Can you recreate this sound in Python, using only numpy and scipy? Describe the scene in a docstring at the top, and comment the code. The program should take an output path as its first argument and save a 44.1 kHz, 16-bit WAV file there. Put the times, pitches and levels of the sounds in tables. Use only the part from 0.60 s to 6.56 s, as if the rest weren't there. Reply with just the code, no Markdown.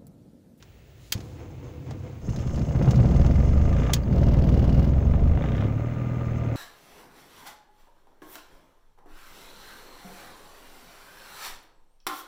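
"""A four-cylinder diesel is started in hard frost, heard from the driver's seat.
First the key clicks over: short bursts of noise ring in the lock. The starter jerks into mesh and drags
the engine through slow compressions, as swelling groan and gear whirr. Cold cylinders then catch with dull
bangs, and every firing sends pulses through engine, cabin and trim. The key is let go and the engine
sags and shakes, then picks up to a fast idle whose strokes merge into a drone of sine waves."""
import sys
import numpy as np
from scipy import signal
from scipy.fft import rfft, irfft
from scipy.io import wavfile
from scipy.ndimage import uniform_filter1d

SR = 44100
rng = np.random.default_rng(int(sys.argv[2]) if len(sys.argv) > 2 else 0)


def log_audio(samples):
    """Write samples as a 16-bit WAV file to the path given in sys.argv[1]."""
    # one column per channel
    frames = np.atleast_2d(samples).T
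    # limit to full scale, then quantise
    limited = np.clip(frames, -1, 1)
    pcm = np.round(limited * 32767).astype(np.int16)
    wavfile.write(sys.argv[1], SR, pcm)


N = 262803
T = np.arange(N) / SR  # time of every sample in seconds

# The engine's speed, two firings a revolution. Each row: time in seconds, speed in firings per second.
SPEED = [(1.68, 9.19), (1.9, 13.86), (2.1, 13.98), (2.25, 16.48), (2.48, 18.53), (2.75, 21.67),
         (2.98, 24.57), (3.3, 30.98), (3.39, 29.81), (3.5, 18.91), (3.81, 19.52), (4.14, 19.86),
         (4.63, 24.9), (4.75, 26.9), (4.91, 32), (4.99, 35), (5.13, 35.7), (5.21, 37.4), (5.3, 40),
         (5.45, 40.7), (5.61, 40.1), (5.96, 37.8)]
# How hard the cylinders fire. Each row: time in seconds, effort in dB.
EFFORT = [(1.68, -9.5), (1.86, -9.5), (2.0, -4), (2.08, -8.5), (2.23, 0.5), (2.38, -0.5), (2.64, 0.5),
          (2.95, -1.5), (3.33, 0), (3.41, -5.5), (3.56, .5), (4.25, 1), (4.35, -2), (4.7, -1.5), (4.87, -1),
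          (5.05, 0.5), (5.13, -3), (5.94, -1.5)]
# How each voice of the engine follows it. Each row: level in dB at BASE_RATE and zero effort,
# dB per dB of effort, dB per octave of speed.
VOICE_LAWS = {"boom": (-22.5, 1, -4), "thud": (-30.5, 1.9, -16), "combustion": (-29.5, 1, -3.5),
              "clatter": (-49, 0.82, -1), "ring": (-60, 1, 12), "trim": (-57, 4.2, -9.5)}
# The four cylinders in firing order, compared with each other. Each row: thump in dB, knock in dB.
CYLINDERS = [(0.5, -14.5), (0.5, -13), (1, -15.5), (-1, -15.5)]
# The stroke comes earlier as the engine speeds up. Each row: firings per second, delay in seconds.
STROKE_TIMING = [(15, .002), (19, -.011)]
# The drone's tones, compared with each other. Each entry: level in dB, starting at 2.5 times
# the firing rate and going up in steps of a half.
DRONE_DB = [-12, 6, -7.5, -4.5, -18.5, -11, -21.5, -15.5, -25.5, -13, -22.5, -19]
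# Level of the low shake. Each row: time in seconds, level in dB.
SHAKE_LEVEL = [(1.68, -33.5), (2, -29), (2.19, -26.5), (2.33, -24), (2.6, -18), (3.07, -19), (3.45, -28),
               (3.62, -19.5), (4.35, -20), (4.75, -18.5), (4.79, -31), (4.93, -24.5), (5, -31.5),
               (5.45, -39), (5.8, -32), (5.96, -39)]
# A short scrape of the starter at 1.85 s, then a dashboard panel rattles during two climbs in speed.
# Each row: start of full level in seconds, end of it in seconds, level in dB.
SCRAPE_AND_RATTLES = [(1.843, 1.862, -52.5), (3.19, 3.37, -47.5), (4.86, 5.054, -48)]
# The starter heaves against each compression. Each row: start in seconds, groan in dB, gear whirr in dB.
COMPRESSIONS = [(.545, -65, -43.5), (.775, -57, -43), (1.025, -48, -41.5), (1.255, -33.5, -40),
                (1.43, -54, -42)]
# Cold cylinders catching. Each row: start in seconds, cabin boom in dB, bang in dB.
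CATCHES = [(1.683, -28, -47), (1.734, -44, -43), (1.829, -43, -47), (1.977, -27.5, -37.5),
           (2.087, -33, -42), (2.15, -27, -36), (2.215, -28, -32), (2.277, -17, -31), (2.334, -16.5, -33),
           (2.392, -17, -34), (2.447, -26, -34), (3.566, -20, -37)]
# Single hard knocks. Each row: start in seconds, level in dB.
HARD_KNOCKS = [(1.311, -44.5), (1.787, -51), (1.84, -48), (1.896, -44), (2.11, -42), (2.246, -37.5),
               (2.307, -43), (2.523, -42), (2.597, -43), (2.648, -37.5), (2.872, -47), (3.079, -40),
               (3.186, -37), (3.221, -38.5), (3.253, -46), (3.296, -32), (3.461, -48), (3.674, -43),
               (3.745, -38.5), (4.243, -45), (4.538, -34.5), (4.736, -42), (4.775, -35), (4.81, -40),
               (4.84, -33.5), (5.024, -36.5), (5.611, -40.5)]
# The ignition switch, turned and let go. Each row: start in seconds, snap in dB,
# time in seconds to die away by 60 dB, bright part in dB, top part in dB.
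KEY_MOVES = [(0.5216, -16, 0.044, -32, -22), (3.3337, -14, 0.041, -19.5, -27)]
# Loose plastic ticking. Each row: start in seconds, level in dB.
TICKS = [(0.025, -45.5), (0.578, -47.5), (0.604, -44.5), (1.308, -42.5), (1.761, -39.5), (1.958, -42),
         (1.992, -47), (2.308, -31), (2.358, -40.5), (2.663, -43), (4.966, -47.5)]

# The tables below shape tone; their dB values compare the pitches with each other.
# The shake of the block on its mounts. Each row: frequency in Hz, level in dB.
SHAKE = [(10, -36.5), (20, -18.5), (30, -21), (39, -11.5), (58, 5), (75, 5.5), (95, -3), (130, -61.5),
         (250, -82)]
# The slow unsteady sway under the shake. Each row: frequency in Hz, level in dB.
SWAY = [(6, -10.5), (12, -6.5), (22, -3.5), (32, -6), (50, -32.5)]
# The boom of the cabin. Each row: frequency in Hz, level in dB.
BOOM = [(50, -31.5), (85, -22.5), (105, -1.5), (124, 2), (140, 0.5), (165, -2.5), (205, -7.5), (260, -17.5),
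        (500, -58.5)]
# The body panels under a hard stroke. Each row: frequency in Hz, level in dB.
THUD = [(120, -19.5), (155, -5), (178, 9.5), (205, -1), (260, -12), (340, -13), (480, -31.5)]
# The burning fuel. Each row: frequency in Hz, level in dB.
COMBUSTION = [(120, -36), (200, 2.5), (444, -8.5), (478, -9.5), (565, -4.5), (622, -11.5), (679, -11.5),
              (731, -13.5), (910, -23.5), (1080, -22.5), (1150, -27.5), (1500, -45.5), (2530, -120)]
# The metallic clatter of the engine. Each row: frequency in Hz, level in dB.
CLATTER = [(530, -31), (900, 3.5), (1080, -3.5), (1280, -2), (1470, -3.5), (1880, -7.5), (2110, -9),
           (2620, -14), (2830, -14), (3670, -19.5), (4200, -19.5), (5460, -58), (9240, -120)]
# The casing that rings with the clatter. Each row: frequency in Hz, level in dB.
CASING_COLOUR = [(700, -22), (1200, 0), (1600, -7), (2060, -5), (2600, -9), (3400, -30)]
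# The buzzing trim. Each row: frequency in Hz, level in dB.
TRIM = [(1530, -39), (2600, -8), (2850, 2), (3070, -4.5), (3740, -8.5), (4380, -6.5), (5090, -6.5),
        (5970, -11), (6430, -13), (9380, -27), (10900, -27.5), (12700, -28.5), (13900, -21.5),
        (15000, -16.5), (15800, -27.5)]
# The dashboard panel, also lent to the scrape. Each row: frequency in Hz, level in dB.
PANEL = [(1200, 3), (2100, -2), (2900, -3), (3700, -3.5), (4200, -27.5), (6000, -17)]
# The starter's groan. Each row: frequency in Hz, level in dB.
GROAN = [(24, -49), (40, -19), (73, -6.5), (91, -2.5), (135, -4), (173, -13.5), (310, -17.5), (330, -18),
         (430, -34), (730, -120)]
# The whirr of the starter's gears. Each row: frequency in Hz, level in dB.
WHIRR = [(160, -37), (270, -0.5), (390, -4.5), (432, -7), (486, -3.5), (554, -14.5), (671, -8), (743, -12),
         (1010, -15), (1900, -25), (2110, -20.5), (3040, -29.5), (6420, -43), (9000, -60), (11700, -71),
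         (19800, -120)]
# The bang of a catching cylinder. Each row: frequency in Hz, level in dB.
BANG = [(150, -12), (250, -3), (480, 0), (700, -1), (1100, -10), (2500, -23), (4000, -40)]
# A single hard knock. Each row: frequency in Hz, level in dB.
KNOCK = [(250, -12), (500, 1), (750, 0), (1200, -6), (2200, -15), (3500, -26), (5000, -40)]
# The snapping, rubbing ignition switch. Each row: frequency in Hz, level in dB.
SWITCH = [(250, -12), (550, -8), (1100, -8), (1400, -11), (1750, -3), (2400, -3), (3500, 0), (4400, 0),
          (5500, -2), (7000, .5), (8200, -7), (11000, -9.5), (13400, -13), (14800, -8), (15600, -13)]
# The bright part of the key's click, around 6 kHz. Each row: frequency in Hz, level in dB.
CLICK_BRIGHT = [(4500, -14), (5600, 0), (6700, 0), (8200, -6), (9500, -24)]
# The highest part of the key's click, above 10 kHz. Each row: frequency in Hz, level in dB.
CLICK_TOP = [(9000, -12), (11000, -7), (13500, -19), (14800, 3), (15700, -1)]
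# The key settling in the lock. Each row: frequency in Hz, level in dB.
KEY_RING = [(3000, -25), (4200, 3), (4700, 8), (6000, -24)]
# The steering column and the loose plastic. Each row: frequency in Hz, level in dB.
TICK_COLOUR = [(900, 2.5), (2500, -3), (4500, 0.5), (7000, -2.5), (8200, -15.5), (13000, -22.5),
               (15000, -18), (15800, -13)]
# The thin hiss from the engine bay. Each row: frequency in Hz, level in dB.
HISS_COLOUR = [(4800, -11), (5400, -2.5), (5900, -8.5), (6300, -3.5), (7200, -6), (7700, -13), (8200, -17)]
# The quiet cabin. Each row: frequency in Hz, level in dB.
CABIN = [(15, -50), (25, -13), (53, 7), (96, 2.5), (130, 5.5), (174, -7.5), (437, -10), (1060, -24.5),
         (2200, -22.5), (2390, -25.5), (2590, -21.5), (6660, -41.5), (8970, -59.5), (14600, -37),
         (15800, -22.5)]

# The tables below are resonances: each lifts a narrow band above the tone around it.
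# The engine block. Each row: centre in Hz, width in Hz, lift in dB.
BLOCK = [(2060, 70, 4.5), (2815, 70, 6), (3500, 55, 7)]
# The engine casing. Each row: centre in Hz, width in Hz, lift in dB.
CASING = [(1203, 55, 17), (2060, 90, 9)]
# The bulkhead between engine and cabin. Each row: centre in Hz, width in Hz, lift in dB.
BULKHEAD = [(475, 35, 3.7), (675, 18, 5.7)]
# The air of the cabin. Each row: centre in Hz, width in Hz, lift in dB.
CABIN_RING = [(126, 16, 6.9)]
# The dashboard panel. Each row: centre in Hz, width in Hz, lift in dB.
PANEL_RINGS = [(1203, 70, 6), (1750, 90, 4)]
# The starter. Each row: centre in Hz, width in Hz, lift in dB.
STARTER = [(309, 18, 3.4), (504, 43, 10.3)]
# The lock. Each row: centre in Hz, width in Hz, lift in dB.
LOCK = [(1720, 37, 2.9), (2180, 94, 2.7), (3280, 290, 13), (3670, 200, 6.8), (4480, 88, 12),
        (4910, 180, 9.9), (6600, 200, 2.4), (6500, 230, 6.2), (7840, 270, 4.8), (15000, 490, 8.5)]
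# The hiss. Each row: centre in Hz, width in Hz, lift in dB.
HISS_RINGS = [(6353, 120, 12), (7300, 170, 4.3)]

# The starter engages, its load begins to ease, the first cylinder fires, the starter drops out (s)
ENGAGE_S, RELIEF_S, FIRE_S, DROP_S = .55, 1.56, 1.68, 3.35
# Speed at which the voice levels are given, and speed below which they stop changing (firings per second)
BASE_RATE, SLOWEST_RATE = 20, 19
# Share of power that each cylinder repeats exactly, in the burn and in the clatter (0-1)
BURN_REPEATS, CLATTER_REPEATS = .45, .5
# Extra casing ring while the engine fires with the starter in mesh (dB)
CASING_OVERRUN_DB = 6
# Share of ragged rumble between the strokes (0-1): cold, once settled, at speed
RAGGED_COLD, RAGGED_SETTLED, RAGGED_FAST = .35, .07, .3
SETTLING_S = (3.1, 3.9)  # the firing settles between these times (s)
# The strokes blur, then merge into a drone, over these speeds (firings per second); final drone share (0-1)
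BLUR_RATES, DRONE_RATES, DRONE_SHARE = (4.8, 25), (30.1, 35.5), 0.96
# A cabin resonance that the drone climbs through: centre (Hz), width (Hz), lift (dB)
CABIN_HZ, CABIN_WIDTH_HZ, CABIN_PEAK_DB = 108.9, 3.8, 5.5
THUD_LAG_S = 0.00502  # the panels answer a moment after the stroke (s)
RATTLE_RISE_S, RATTLE_FALL_S = 0.12, 0.028
# Each heave: rise, and the times in which groan and whirr die away by 60 dB (s)
HEAVE_RISE_S, GROAN_T60, WHIRR_T60 = 0.023, 0.89, 0.38
# The starter between compressions, and the buzz it adds to the trim while the engine overruns it (dB)
GROAN_DB, WHIRR_DB, OVERRUN_DB = -41.5, -51.5, -60.5
CRACK_DB = 25  # the sharp onset of a bang or knock over its scatter (dB)
SETTLE_S = 3.4335  # the key settles in the lock (s)
# The hiss: compared with the gear whirr while cranking, during overrun, with the engine alone (dB)
HISS_CRANK_DB, HISS_OVERRUN_DB, HISS_RUN_DB = -23.5, -58.5, -68
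CABIN_DB = -50.5
EDGE_HZ = 15750  # upper edge of the sound (Hz)


def engine():
    """Every firing gives a low stroke, a dull burn, a metallic knock and a buzz of the trim."""
    shake, boom, thud, combustion, clatter, ring, trim = voices()
    s, rate = np.transpose(SPEED)
    turns = np.cumsum(np.interp(T, s, rate, left=0)) / SR  # firings so far
    times = T[1:][np.diff(np.ceil(turns)) > 0]
    chance = rng.standard_normal((len(times), 3)).T
    thump_db, knock_db = np.array(CYLINDERS)[np.arange(len(times)) % len(CYLINDERS)].T

    # the burn comes dulled through the bulkhead
    gas = beats(times, gain_of(1.5 * chance[0]), delay=-.007, decay=.008)
    burn = steadied(colour((gas + 1) * repeating(times, BURN_REPEATS), COMBUSTION, BULKHEAD))

    # knock rings the block, pistons slap between firings, and valves and injectors tick on steadily
    knock = beats(times, gain_of(knock_db - knock_db.mean() + chance[1]), delay=.008, decay=.005)
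    slap_times = times + .55 / np.interp(times, s, rate)
    slap = beats(slap_times, .7, delay=.008, decay=.004)
    ticking = (knock + slap + .33) * repeating(times, CLATTER_REPEATS)
    metal = steadied(colour(ticking, CLATTER, BLOCK))
    casing = steadied(colour(ticking, CASING_COLOUR, CASING))

    # the trim buzzes just after each jolt and more softly on the rebound; slow firings jolt it hardest
    jolt = beats(times, gain_of(.4 * chance[2]), delay=.0105, decay=.0075)
    rebound = beats(times, gain_of(-1.5 + .5 * chance[1]), delay=0.043, decay=0.0058)
    slowness = np.interp(T, s, np.minimum(20 / np.maximum(rate, 1), 1))
    shaking = uniform_filter1d(jolt + rebound, SR // 200) * slowness ** 2
    chatter = (shaking + .1) * grit(per_s=9000, spread_db=.7)
    buzz = steadied(colour(chatter, TRIM))

    upper = combustion * burn + clatter * metal + ring * casing + trim * buzz
    return strokes(turns, times, thump_db, shake, boom, thud) + upper + scrape_and_rattle(turns)


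def strokes(turns, times, thump_db, shake, boom, thud):
    """Each firing rocks the block on its mounts and booms in the cabin; at speed the booms merge into a drone."""
    rate = firing_rate()
    cold = np.interp(T, SETTLING_S, [RAGGED_COLD, RAGGED_SETTLED])
    ragged = np.maximum(cold, np.interp(rate, BLUR_RATES, [RAGGED_SETTLED, RAGGED_FAST]))
    smooth = np.interp(rate, DRONE_RATES, [0, DRONE_SHARE])
    strength = gain_of(thump_db + .6 * rng.standard_normal(len(times)))
    delay = np.interp(np.interp(times, T, rate), *np.transpose(STROKE_TIMING))
    push = beats(times, strength, delay=delay, decay=0.00075)
    rocking = steadied(blend(steadied(colour(push, SHAKE)), noise(SHAKE), ragged / 2))
    booming = steadied(blend(steadied(colour(push, BOOM)), noise(BOOM), ragged))
    drone = droning(turns, rate)
    late_push = beats(times, strength, delay=delay + THUD_LAG_S, decay=.0012)
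    thudding = steadied(colour(late_push, THUD))
    low = shake * (rocking + gain_of(-9.5) * noise(SWAY))
    return low + boom * blend(booming, drone, smooth) + thud * thudding


def droning(turns, rate):
    """Wavering sine tones follow the firing rate and swell as the strongest crosses a cabin resonance."""
    tones = 0
    for half_steps, db in enumerate(DRONE_DB, 5):
        cycles = half_steps / 2 * turns + rng.random()
        tones = tones + gain_of(db + wander(hz=9)) * np.sin(2 * np.pi * cycles)
    offset = 2 * (3 * rate - CABIN_HZ) / CABIN_WIDTH_HZ  # the strongest tone is 3 times the firing rate
    return evened(tones) * gain_of(CABIN_PEAK_DB / (1 + offset ** 2))


def scrape_and_rattle(turns):
    """Grit pulsing with every firing: first a short starter scrape, later a loose panel against its frame."""
    level = sum(gain_of(db) * gate(start, end, RATTLE_RISE_S, RATTLE_FALL_S)
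                for start, end, db in SCRAPE_AND_RATTLES)
    contact = .22 + np.exp(-((turns - .2) % 1) / .22)
    return level * steadied(colour(contact * grit(per_s=2000, spread_db=1.2), PANEL, PANEL_RINGS))


def voices():
    """Gains of the engine's voices, from its effort and speed; the shake has its own level."""
    effort = np.interp(T, *np.transpose(EFFORT))
    octaves = np.log2(np.maximum(firing_rate(), SLOWEST_RATE) / BASE_RATE)
    boom, thud, combustion, clatter, ring, trim = (
        running() * gain_of(db + per_effort * effort + per_octave * octaves)
        for db, per_effort, per_octave in VOICE_LAWS.values())
    shake = running() * gain_of(np.interp(T, *np.transpose(SHAKE_LEVEL)))
    ring = ring * gain_of(CASING_OVERRUN_DB * overrun())
    trim = np.hypot(trim, gain_of(OVERRUN_DB) * overrun())
    return shake, boom, thud, combustion, clatter, ring, trim


def firing_rate():
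    """Firings per second at every moment."""
    return np.interp(T, *np.transpose(SPEED))


def running():
    """Opens just ahead of the first firing and stays open."""
    return np.clip(1 + (T - FIRE_S) / 0.088, 0, 1)


def overrun():
    """Open while the engine fires with the starter still in mesh."""
    return gate(FIRE_S, DROP_S, rise=0.08, fall=0.028)


def repeating(times, share):
    """Grit that each cylinder partly repeats from one firing to its next."""
    own = np.zeros(N)
    count = len(CYLINDERS)
    patterns = grit(per_s=6000, spread_db=.5)[:count * (SR // 4)].reshape(count, -1)
    edges = np.append((times * SR).astype(int), N)
    for k, (start, end) in enumerate(zip(edges, edges[1:])):
        part = patterns[k % count][:end - start]
        own[start:start + len(part)] = part
    return blend(grit(per_s=4500, spread_db=.8), own, share)


def starter():
    """The starter engages with a jerk, then groans while its gears whirr."""
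    groan, whirr = heaves()
    jerk = gain_of(-24.5) * burst(ENGAGE_S, rise=0.0031, t60=0.094)
    gears = steadied(colour(grit(per_s=3300, spread_db=0.0), WHIRR, STARTER))
    return (groan + jerk) * steadied(noise(GROAN)) + whirr * gears


def heaves():
    """Gains of the starter's groan and whirr: they swell at each compression, then fade as the load eases."""
    groan = gain_of(GROAN_DB) + sum(gain_of(db) * burst(s, HEAVE_RISE_S, GROAN_T60) for s, db, _ in COMPRESSIONS)
    whirr = gain_of(WHIRR_DB) + sum(gain_of(db) * burst(s, HEAVE_RISE_S, WHIRR_T60) for s, _, db in COMPRESSIONS)
    loaded = gate(ENGAGE_S, RELIEF_S, rise=0.051, fall=0.21)
    return loaded * groan, loaded * whirr


def knocks():
    """Cold cylinders catch with dull bangs and set the cabin booming; single knocks ring the block."""
    booms = sum(gain_of(db) * burst(s, rise=0.016, t60=0.48) for s, db, _ in CATCHES)
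    bangs = sum(gain_of(db) * blow(s, t60=0.067) for s, _, db in CATCHES)
    blows = sum(gain_of(db) * blow(s, t60=0.063) for s, db in HARD_KNOCKS)
    booming = booms * steadied(noise(BOOM, CABIN_RING))
    return booming + struck(bangs, BANG, BULKHEAD) + struck(blows, KNOCK, BLOCK)


def key():
    """The switch snaps in its lock, the steering column rings on briefly, the key settles; loose plastic ticks."""
    snap = sum(gain_of(db) * burst(s, rise=0.001, t60=t60) for s, db, t60, _, _ in KEY_MOVES)
    bright = sum(gain_of(db) * burst(s, rise=0.0014, t60=t60) for s, _, t60, db, _ in KEY_MOVES)
    top = sum(gain_of(db) * burst(s, rise=0.00062, t60=t60) for s, _, t60, _, db in KEY_MOVES)
    column = sum(gain_of(db - 15.5) * burst(s, rise=0.0055, t60=0.11) for s, db, *_ in KEY_MOVES)
    ticks = sum(gain_of(db) * burst(s, rise=0.00059, t60=0.046) for s, db in TICKS)
    settle = gain_of(-48.5) * burst(SETTLE_S, rise=.0006, t60=0.033)
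    clack = snap * noise(SWITCH, LOCK) + bright * noise(CLICK_BRIGHT, LOCK) + top * noise(CLICK_TOP)
    return clack + (column + ticks) * noise(TICK_COLOUR) + settle * noise(KEY_RING)


def hiss():
    """A narrow, ringing hiss that flutters, strongest while the key is held and the engine fires."""
    cranking = gain_of(HISS_CRANK_DB) * heaves()[1]
    overrunning = gain_of(HISS_OVERRUN_DB) * overrun()
    alone = gain_of(HISS_RUN_DB) * (running() - overrun())
    flutter = gain_of(2.2 * wander(hz=45))
    return (cranking + overrunning + alone) * flutter * noise(HISS_COLOUR, HISS_RINGS)


def cabin():
    """The quiet cabin, and a faint rustle that swells as the key rubs in the lock on turning."""
    rub = np.interp(T, [.36, .46, .6, .85], [0.34, 1.0, 0.93, 0.36]) * noise(SWITCH)
    return gain_of(CABIN_DB) * noise(CABIN) + gain_of(-60.5) * rub


def gain_of(db):
    """Turns decibels into amplitude."""
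    return 10 ** (np.asarray(db) / 20)


def evened(x):
    """Scales to an average strength (rms) of one."""
    return x / np.sqrt(np.mean(x ** 2) + 1e-20)


def steadied(x):
    """Holds the rms near one over a fraction of a second, so quick beats stay but slow swells go."""
    size = SR // 7
    power = uniform_filter1d(uniform_filter1d(x ** 2, size), size)
    return x / np.sqrt(abs(power) + 1e-4 * np.mean(x ** 2))


def colour(x, spectrum, modes=()):
    """Rings x through a body with this spectrum and these resonances; no sound comes before its blow."""
    size = 16384
    hz = np.fft.rfftfreq(size, 1 / SR) + 1
    f, db = np.transpose(spectrum)
    octaves_outside = np.maximum(np.log2(f[0] / hz), 0) + np.maximum(np.log2(hz / f[-1]), 0)
    db = np.interp(np.log(hz), np.log(f), db) - 30 * octaves_outside
    db = db + sum(peak / (1 + (2 * (hz - centre) / width) ** 2) for centre, width, peak in modes)
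    # folding the cepstrum gives the minimum-phase response, which starts at once
    cepstrum = irfft(np.log(gain_of(np.maximum(db, -100))))
    cepstrum[1:size // 2] *= 2
    cepstrum[size // 2 + 1:] = 0
    response = irfft(np.exp(rfft(cepstrum)))[:size // 2]
    return signal.oaconvolve(x, response)[:N]


def noise(spectrum, modes=()):
    """Noise of unit rms through a body."""
    return evened(colour(rng.standard_normal(N), spectrum, modes))


def wander(hz):
    """Slow random drift with an rms of one."""
    f = np.fft.rfftfreq(N, 1 / SR)
    return evened(irfft(rfft(rng.standard_normal(N)) * np.exp(-(f / hz) ** 2), N))


def grit(per_s, spread_db):
    """Random tiny impacts of uneven size."""
    size = gain_of(spread_db * np.minimum(rng.exponential(1, N), 4))
    return evened(size * rng.standard_normal(N) * (rng.random(N) < per_s / SR))


def beats(times, size, delay, decay):
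    """An envelope that jumps near each firing, shifted by the delay, and sinks until the next."""
    kicks = np.zeros(N)
    np.add.at(kicks, np.clip(((times + delay) * SR).astype(int), 0, N - 1), size)
    return signal.lfilter([1], [1, -np.exp(-1 / (decay * SR))], kicks)


def burst(s, rise, t60):
    """An envelope that starts at s, rises and dies away by 60 dB in t60 seconds."""
    age = np.maximum(T - s, 0)
    return (1 - np.exp(-age / rise)) * np.exp(-np.log(1000) * age / t60)


def gate(start, end, rise, fall):
    """One from start to end, with a ramp before and after."""
    return np.clip(1 + (T - start) / rise, 0, 1) * np.clip(1 - (T - end) / fall, 0, 1)


def blend(a, b, share):
    """Crossfades at constant power from a to b."""
    share = np.clip(share, 0, 1)
    return np.sqrt(1 - share) * a + np.sqrt(share) * b


def blow(s, t60):
    """A sharp impact followed by a short noisy scatter."""
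    crack = np.zeros(N)
    crack[round(s * SR)] = gain_of(CRACK_DB)
    return crack + burst(s, rise=.0005, t60=t60) * rng.standard_normal(N)


def struck(drive, spectrum, modes=()):
    """Rings a body with blows, scaled so that a single click keeps its energy."""
    click = colour(signal.unit_impulse(N), spectrum, modes)
    return colour(drive, spectrum, modes) / np.linalg.norm(click)


def scene():
    """Everything heard in the cabin, on one channel."""
    return (engine() + starter() + knocks() + key() + hiss() + cabin())[None]


def record(dry):
    """Removes everything above the upper edge of the sound."""
    low_pass = signal.firwin(511, EDGE_HZ, window=("kaiser", 9), fs=SR)
    return signal.oaconvolve(dry, low_pass[None], "same")


dry = scene()
out = record(dry)
log_audio(out)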